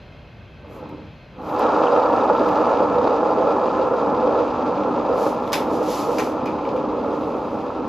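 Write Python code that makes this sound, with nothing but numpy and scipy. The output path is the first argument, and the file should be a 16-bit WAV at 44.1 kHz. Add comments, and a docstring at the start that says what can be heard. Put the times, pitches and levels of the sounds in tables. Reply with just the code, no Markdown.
"""A board on a small turntable is nudged, flung into a spin and slowly loses speed, heard close up. The
bearing's balls bump along their race and ring the platter: a boom, a body and a whirr that grow with speed and
surge twice a turn. The rough race hisses and grit in it ticks. Further off in the quiet room something of thin
plastic is handled: a few swishes, a snap and some hollow clacks."""
import sys
import numpy as np
from scipy import signal
from scipy.fft import rfft, irfft, next_fast_len
from scipy.io import wavfile
from scipy.ndimage import uniform_filter1d, map_coordinates

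SR = 44100
rng = np.random.default_rng(int(sys.argv[2]) if len(sys.argv) > 2 else 0)


def store_pcm(level_fs):
    """Save levels as 16-bit WAV."""
    pcm = np.round(np.clip(level_fs, -1, 1) * 32767).astype(np.int16)
    wavfile.write(sys.argv[1], SR, np.atleast_2d(pcm).T)


N = 347508
T = np.arange(N) / SR
SIZE = 2 * next_fast_len(N // 2 + SR // 2)  # FFT length, with room for tails
HZ = np.arange(SIZE // 2 + 1) * SR / SIZE
FLING_S = 1.263  # the hand starts to fling the board

# broad response of platter and board to a bump: (frequency [Hz], level [dB])
PLATTER_SHAPE = [(60, -43), (130, -19), (210, -8.5), (350, -11), (497, 2.2), (710, -6), (900, -2.8),
                 (1120, -5), (1370, -10.5), (1530, -20.5), (1900, -29.5), (2600, -63.5)]
# platter resonances: (frequency [Hz], width [Hz], boost [dB])
PLATTER_MODES = [(249.5, 34, 6), (306.3, 44, 13.5), (388.7, 31, 5.5), (496, 120, 5), (572.6, 20, 5),
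                 (658, 60, 5), (767.5, 45, 6), (841.5, 41, 7.5), (879, 30, 3.5), (940, 25, 4),
                 (1031, 37, 4), (1150, 26, 1.5), (1260, 78, 4.5), (1335, 37, 7), (1425, 14, 7),
                 (1640, 31, 4.5), (1722, 51, 9)]
# tone colour of grit in the race: (frequency [Hz], level [dB])
GRIT_SHAPE = [(1200, -12.5), (2000, 5), (2800, 7.5), (4700, 2), (6000, -7), (8000, -19.5), (15500, -35)]
# slight ring of the race: (frequency [Hz], width [Hz], boost [dB])
RACE_MODES = [(2390, 200, 3.5), (2630, 140, 3.5), (4830, 230, 2.5), (6800, 300, -1)]


def bearing():
    """Balls bump over the race: the faster the platter turns, the denser, louder and brighter."""
    # swells in the body of the rumble: (middle [s], length [s], added gain [dB])
    swells = [(3.06, 0.2, -3.5), (3.5, 0.42, -1.5), (3.9, 0.47, -12.5), (4.36, 0.35, -5.5), (5.22, .3, -11),
              (6.17, 0.28, -13), (6.73, 0.42, -8), (7.2, .9, -5)]
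    speed, angle = spin()
    boom_gain, body_gain, whirr_gain = rolling_gains(speed, angle)
    pace = speed / speed.max()
    knocks = bumps(900 + 2200 * pace, scatter_db=2.5)
    rumble = wander(ring(knocks, PLATTER_SHAPE, PLATTER_MODES))
    boom, rest = split(rumble, hz=337)
    body, whirr = split(rest, hz=606)
    load = undb(1.3 * walk(36)) * (1 + strokes(swells))  # the weight shifts from ball to ball
    waver = undb(walk(10))
    core, edge = split(unit(whirr), hz=1300)
    bottom, core = split(core, hz=735)
    whirr = bottom * pace ** 1.6 + core + edge * pace ** 1.2  # thins to its core at low speed
    platter = unit(boom) * waver * boom_gain + unit(body) * load * body_gain + whirr * whirr_gain
    return platter + whirr_gain * race_hiss(knocks, pace)


def spin():
    """Speed [turns/s] and angle [turns since the fling ended]: a nudge, a fling, then coasting."""
    nudge_s, nudge_length_s, nudge_turns_per_s = 0.46, 0.77, 0.59
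    fling_length_s, fling_turns_per_s, drag_per_s = 0.43, 1.41, 0.07
    nudge = nudge_turns_per_s * np.sin(np.pi * np.clip((T - nudge_s) / nudge_length_s, 0, 1))
    # the push weakens as the board runs away from the hand
    push = 1 - np.clip(1 - (T - FLING_S) / fling_length_s, 0, 1) ** 1.56
    coasting_s = np.maximum(T - FLING_S - fling_length_s, 0)
    speed = nudge + fling_turns_per_s * push * np.exp(-drag_per_s * coasting_s)
    return speed, (np.cumsum(speed) - speed[coasting_s == 0].sum()) / SR


def rolling_gains(speed, angle):
    """Boom, body and whirr grow with speed, the boom levelling off first; rough spots make surges."""
    # rough stretches of the race: (place [turns], width [turns], boom [dB], body [dB], whirr [dB])
    rough_spots = [(.1, 0.48, 0.56, 2.5, 0.54), (.4, 0.098, -2.5, 2.5, 1.34)]
    # each for boom, body, whirr
    base_db, knee_turns_per_s, tilts_db = (-28, -24.5, -20.8), (0.91, 1.75, 1.7), (-2.5, -2.5, 1.1)
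    surges_db = 0
    for place, width, *band_db in rough_spots:
        distance = (angle - place + .5) % 1 - .5
        surges_db = surges_db + np.outer(band_db, np.exp(-(distance / width) ** 2))
    unsettled = (T > FLING_S) * np.exp(-((T - FLING_S) / 0.88) ** 2)  # brighter until the board settles
    gains = []
    for db, knee, surge_db, tilt_db in zip(base_db, knee_turns_per_s, surges_db, tilts_db):
        drive = (speed / knee) ** 2.9
        grown = drive / np.hypot(1, drive)
        gains.append(undb(db + surge_db + tilt_db * unsettled) * grown / grown.max())
    return gains


def wander(x):
    """The shifting load lets the platter's resonances drift slightly in pitch."""
    detune = 0.0069 * walk(7)
    lead = np.cumsum(detune - uniform_filter1d(detune, SR // 2))
    return map_coordinates(x, [np.arange(N) + lead], order=3, mode="mirror")


def race_hiss(knocks, pace):
    """Fine roughness of the race hisses, with more sizzle at speed; stray grit rattles softly over it."""
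    # tone colour of the hiss: (frequency [Hz], level [dB])
    hiss_shape = [(900, -20.5), (1700, 0.5), (2050, 0), (2550, 1.5), (3200, -3.5), (4800, -8),
                  (7000, -13.5), (8500, -21.5), (11000, -34.5), (15500, -37.5)]
    roughness = unit(bumps(2500 + 6000 * pace, scatter_db=4.0) + 0.24 * knocks)
    hiss = ring(roughness, hiss_shape, RACE_MODES) * undb(walk(35))
    hiss, sizzle = split(hiss, hz=8500)
    hiss = hiss + sizzle * pace ** 2.2
    grit = bumps(70, scatter_db=0.0)
    rattle = ring(0.28 * grit + echoes(grit, t60=0.035), GRIT_SHAPE, RACE_MODES)
    return undb(-24) * hiss + undb(-30) * rattle


def lumps():
    """Balls drop heavily over a flaw in the race and ring the platter."""
    # ball drops: (time [s], level [dB])
    drops = [(0.646, -33.5), (0.828, -29), (0.917, -32.5), (1.761, -15), (1.835, -7.5), (1.932, -12.5),
             (2.299, -9), (2.685, -14), (2.803, -8), (3.041, -14), (3.073, -11), (3.229, -11.5),
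             (3.304, -12), (3.426, -14), (3.513, -13.5), (3.555, -12.5), (5.265, -13), (6.105, -15),
             (7.703, -19)]
    blows = sum(undb(db) * burst(s, t60=0.024, tail_db=-19, tail_t60=0.12) for s, db in drops)
    low, high = split(ring(blows, PLATTER_SHAPE, PLATTER_MODES), hz=600)
    return low + undb(-1.5) * high


def squeaks():
    """A ball skids just after the fling: tiny whistles that sag in pitch."""
    # skids: (time [s], pitch [Hz], level [dB])
    skids = [(1.8695, 3080, -30), (1.877, 2760, -31)]
    half_length_s, sag_per_s = 0.0015, 14
    out = 0
    for s, hz, db in skids:
        age = T - s
        envelope = undb(db) * np.exp(-(age / half_length_s) ** 2)
        out = out + envelope * np.sin(2 * np.pi * hz * age * (1 - sag_per_s * age / 2))
    return out


def ticks_and_rubs():
    """Grit caught under a ball, a few thin clicks, the hand on the rim and a scrape in the bearing."""
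    # light ticks of grit: (time [s], relative level [dB])
    grit_ticks = [(1.6023, -31), (1.609, -34), (1.625, -30), (1.835, -30.5), (1.963, -32), (2.0583, -31),
                  (2.4886, -29), (2.5567, -32), (2.6564, -32), (2.7707, -34), (3.0418, -32), (3.076, -30),
                  (3.7803, -37), (4.1495, -40), (4.2, -37), (4.275, -34.5), (4.4007, -34), (4.513, -39),
                  (4.835, -34), (6.4093, -41), (6.689, -33.5)]
    # thin, high clicks: (time [s], relative level [dB])
    thin_clicks = [(0.892, -45), (1.5943, -28.5), (2.489, -38), (2.554, -47)]
    # bright tone colour of the clicks and the hand: (frequency [Hz], level [dB])
    click_shape = [(2500, -20), (6000, 1.5), (9000, -2.5), (12000, 1), (15500, -2)]
    # a hand brushes the rim: (middle [s], length [s], level [dB])
    brushes = [(.755, 0.17, -61), (1.51, 0.24, -57.5), (2.49, 0.49, -63)]
    # the bearing scrapes under the last of the push: (middle [s], length [s], level [dB])
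    scrapes = [(1.615, 0.082, -44)]
    ticks = sum(undb(db - 5.5) * burst(s, t60=0.02, tail_db=-17, tail_t60=0.16) for s, db in grit_ticks)
    clicks = sum(undb(db - 5.5) * burst(s, t60=0.0066, tail_db=-20, tail_t60=0.14)
                 for s, db in thin_clicks)
    brush = strokes(brushes) * rng.standard_normal(N)
    scrape = strokes(scrapes) * bumps(1500, scatter_db=5.0)
    return ring(ticks + scrape, GRIT_SHAPE, RACE_MODES) + ring(clicks + brush, click_shape)


def plastic_swishes():
    """Thin plastic slides: dense slips blur into a swish, with small crinkles as it flexes."""
    # sliding strokes: (middle [s], length [s], level [dB])
    slides = [(5.255, 0.25, -43), (5.47, 0.16, -56), (5.752, 0.17, -48), (5.953, 0.29, -36),
              (6.19, 0.34, -43.5), (6.72, 0.48, -66), (7.2, 0.6, -61), (7.57, 0.62, -62.5)]
    # crinkles: (time [s], relative level [dB])
    flexes = [(5.424, -54), (5.737, -48), (5.752, -48), (5.829, -40), (6.086, -44)]
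    # tone colour of sliding plastic: (frequency [Hz], level [dB])
    slide_shape = [(900, -27), (2000, 1.5), (3500, 2), (5500, 2), (8500, -3.5), (10500, -4), (12500, -7.5),
                   (15500, -11)]
    slips = bumps(9000, scatter_db=2.5) * strokes(slides) * undb(walk(40))
    crinkles = sum(undb(db) * burst(s, t60=0.02, tail_db=0, tail_t60=0.17) for s, db in flexes)
    return ring(slips + undb(-7) * crinkles, slide_shape)


def plastic_snap():
    """A tight cluster of cracks rings the plastic sheet and the room."""
    # cracks of the snap: (time [s], relative level [dB], treble [dB])
    cracks = [(5.476, -38, -12), (5.521, -32, -4), (5.53, -19.5, -3), (5.535, -24, -8), (5.541, -21, -13),
              (5.553, -29.5, -7)]
    # broad response of the sheet: (frequency [Hz], level [dB])
    sheet_shape = [(500, -10), (1000, 4), (1600, -2), (2400, -1.5), (3100, -3.5), (4000, -2.5), (6000, -4),
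                   (7500, -6.5), (12000, -9.5), (14500, -13), (15500, -18)]
    # sheet resonances: (frequency [Hz], width [Hz], boost [dB])
    sheet_modes = [(1910, 50, 6), (2220, 90, 5), (3570, 70, 6), (4110, 60, 4), (4750, 120, 4),
                   (5310, 180, 10), (6505, 70, 2.5), (8550, 250, 5), (10800, 100, 6), (12150, 300, 5),
                   (13000, 120, 5), (14350, 250, 6)]
    return undb(0.5) * ring(hits(cracks, t60=0.019, tail_t60=0.22), sheet_shape, sheet_modes)


def plastic_clacks():
    """Clacks and taps ring the plastic hollowly."""
    # clacks and taps: (time [s], relative level [dB], treble [dB])
    taps = [(6.184, -28, 1.5), (6.196, -26, -4), (6.2005, -33.5, -2), (6.457, -35, -6), (6.471, -34, -15),
            (6.585, -41, -17), (6.65, -37.5, -17), (6.762, -41, -9)]
    # tone colour of a clack: (frequency [Hz], level [dB])
    clack_shape = [(300, -10), (1000, 1.5), (1400, -2), (1900, -3.5), (2400, -2.5), (2800, -4.5),
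                   (3300, -10), (4300, -9.5), (6500, -11.5), (8000, -16), (12000, -19.5), (15500, -26)]
    # its hollow ring: (frequency [Hz], width [Hz], boost [dB])
    hollow_modes = [(2410, 170, 8), (4950, 300, 7), (6200, 200, 6)]
    return undb(-2.0) * ring(hits(taps, t60=0.039, tail_t60=0.33), clack_shape, hollow_modes)


def room_tone():
    """Low, gently wavering rush of the room with faint hums in it."""
    # tone colour of the rush: (frequency [Hz], level [dB])
    rush_shape = [(20, -33), (50, -4), (85, -3.5), (150, -3), (300, -15), (550, -15), (1000, -22),
                  (1900, -27), (2600, -28.5), (4200, -34.5), (6000, -47.5), (7500, -55), (15500, -61.5)]
    # narrow hums: (frequency [Hz], width [Hz], boost [dB])
    hums = [(82, 11, 3.5), (107, 13, 2), (590, 14, 9), (1550, 63, 6.5), (2135, 55, 7), (2370, 30, 5),
            (2573, 130, 10), (2760, 44, 4), (3210, 98, 8), (3400, 30, 6), (4000, 55, 9), (4260, 28, 10),
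            (4860, 75, 3.5), (5200, 50, 9.5), (5790, 46, 6), (6400, 120, 6.5)]
    return undb(-42 + 0.68 * walk(4.8)) * ring(rng.standard_normal(N), rush_shape, hums)


def room_spread(x, t60):
    """Room reflections reach left and right differently and widen the sound."""
    # reflected sound in the side signal: (frequency [Hz], level [dB])
    side_shape = [(50, -16.5), (170, -21), (300, -19.5), (450, -14.5), (630, -12), (800, -17.5),
                  (1350, -20.5), (1550, -7), (2000, -8.5), (2600, -15.5), (3300, -18.5), (3700, -30),
                  (4500, -28), (5000, -12.5), (11000, -12.5), (12300, -20), (14000, -13.5)]
    room = rfft(echoes(signal.unit_impulse(N), t60), SIZE)
    room = room / np.sqrt(uniform_filter1d(np.abs(room) ** 2, size=400))  # even across the spectrum
    side = irfft(rfft(x, SIZE) * room * undb(curve_db(side_shape)))[:N]
    return np.array([x + side, x - side])


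def undb(db):
    """Decibels to gain."""
    return 10 ** (np.asarray(db) / 20)


def unit(x):
    """Scale to rms 1."""
    return x / np.sqrt(np.mean(x ** 2))


def curve_db(shape):
    """An EQ curve through (Hz, dB) points, joined along log frequency."""
    hz, db = np.transpose(shape)
    return np.interp(np.log(HZ + 1), np.log(hz), db)


def ring(x, shape, modes=()):
    """Causal filter of unit power gain: a broad shape with resonances standing on it."""
    db = curve_db(shape)
    for centre, width, height in modes:
        db = db + height / (1 + (2 * (HZ - centre) / width) ** 2)
    cepstrum = irfft(np.log(unit(undb(db))))
    cepstrum[1:SIZE // 2] *= 2  # fold to minimum phase, so the ring follows the hit
    cepstrum[SIZE // 2 + 1:] = 0
    return irfft(rfft(x, SIZE) * np.exp(rfft(cepstrum)))[:N]


def split(x, hz):
    """The parts below and above a frequency."""
    low = signal.sosfiltfilt(signal.butter(4, hz, fs=SR, output="sos"), x)
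    return low, x - low


def walk(rate):
    """A smooth random drift of rms 1 that takes `rate` steps a second."""
    hold = int(SR / rate)
    steps = np.repeat(rng.standard_normal(N // hold + 1), hold)
    return unit(uniform_filter1d(uniform_filter1d(steps, hold), hold)[:N])


def bumps(rate, scatter_db):
    """Random impacts, about `rate` a second, of scattered size and either sign."""
    hit = rng.random(N) < rate / SR
    size = undb(scatter_db * np.clip(rng.standard_normal(N), -2, 2))
    return unit(hit * size * rng.choice([-1, 1], N) / np.sqrt(rate))


def strokes(rows):
    """Gain of strokes that swell and fade alike, 19.5 dB down at either end of their length."""
    return sum(undb(db - 19.5 * np.abs(2 * (T - s) / length) ** 1.9) for s, length, db in rows)


def burst(s, t60, tail_db, tail_t60):
    """A short crack of noise and its tail in the room."""
    fall = np.maximum(T - s, 0) * np.log(1000)
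    envelope = np.exp(-fall / t60) + undb(tail_db) * np.exp(-fall / tail_t60)
    return (T >= s) * envelope * rng.standard_normal(N)


def hits(rows, t60, tail_t60, tail_db=-4.5):
    """Sharp cracks with their near and far echo, each as bright as its row says."""
    out = 0
    for s, db, treble_db in rows:
        crack = burst(s, t60, tail_db, tail_t60)
        far_echo = undb(-14.5) * burst(s, t60=0.41, tail_db=tail_db, tail_t60=tail_t60)
        low, high = split(crack + far_echo, hz=4000)
        out = out + undb(db) * (low + undb(treble_db) * high)
    return out


def echoes(x, t60):
    """A diffuse tail of reflections that sets in after 3 ms."""
    age = T[:SR // 3]
    tail = rng.standard_normal(len(age)) * np.exp(-np.log(1000) * age / t60) * (age > .003)
    return signal.fftconvolve(x, tail / np.linalg.norm(tail))[:N]


def scene():
    """The turntable and the handled plastic over the room tone."""
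    turntable = bearing() + lumps() + squeaks() + ticks_and_rubs()
    plastic = plastic_swishes() + plastic_snap() + plastic_clacks()
    return room_spread(turntable + plastic + room_tone(), t60=0.1)


def record(dry):
    """A phone's two channels part in phase and level; the top is cut at 15.1 kHz."""
    # left channel against right: (frequency [Hz], phase lead [rad], level [dB])
    channel_offsets = [(150, 0, .6), (300, -.13, 0), (850, -.07, -.8), (1450, 0, -.5), (1900, .45, 1),
                       (2200, .4, 1), (2500, 0, 1.5), (3500, 0, 0), (4600, 0, 0), (5500, -.9, 0),
                       (6900, -.4, 0), (7250, 1.6, 0), (8100, 2.3, 0), (8400, 3.1, 0), (9400, 3.15, 0),
                       (9700, 3.6, 0), (10300, 4.3, 0), (11700, 6.2, 0), (13000, 6.4, 0), (14500, 9.1, 0)]
    hz, *columns = np.transpose(channel_offsets)
    lead, left_db = (np.interp(HZ, hz, column) for column in columns)
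    left = undb(left_db / 2) * np.exp(.5j * lead)
    channels = irfft(rfft(dry, SIZE) * np.array([left, 1 / left]))[:, :N]
    return signal.sosfilt(signal.ellip(8, .2, 70, 15100, fs=SR, output="sos"), channels)


dry = scene()
out = record(dry)
store_pcm(out)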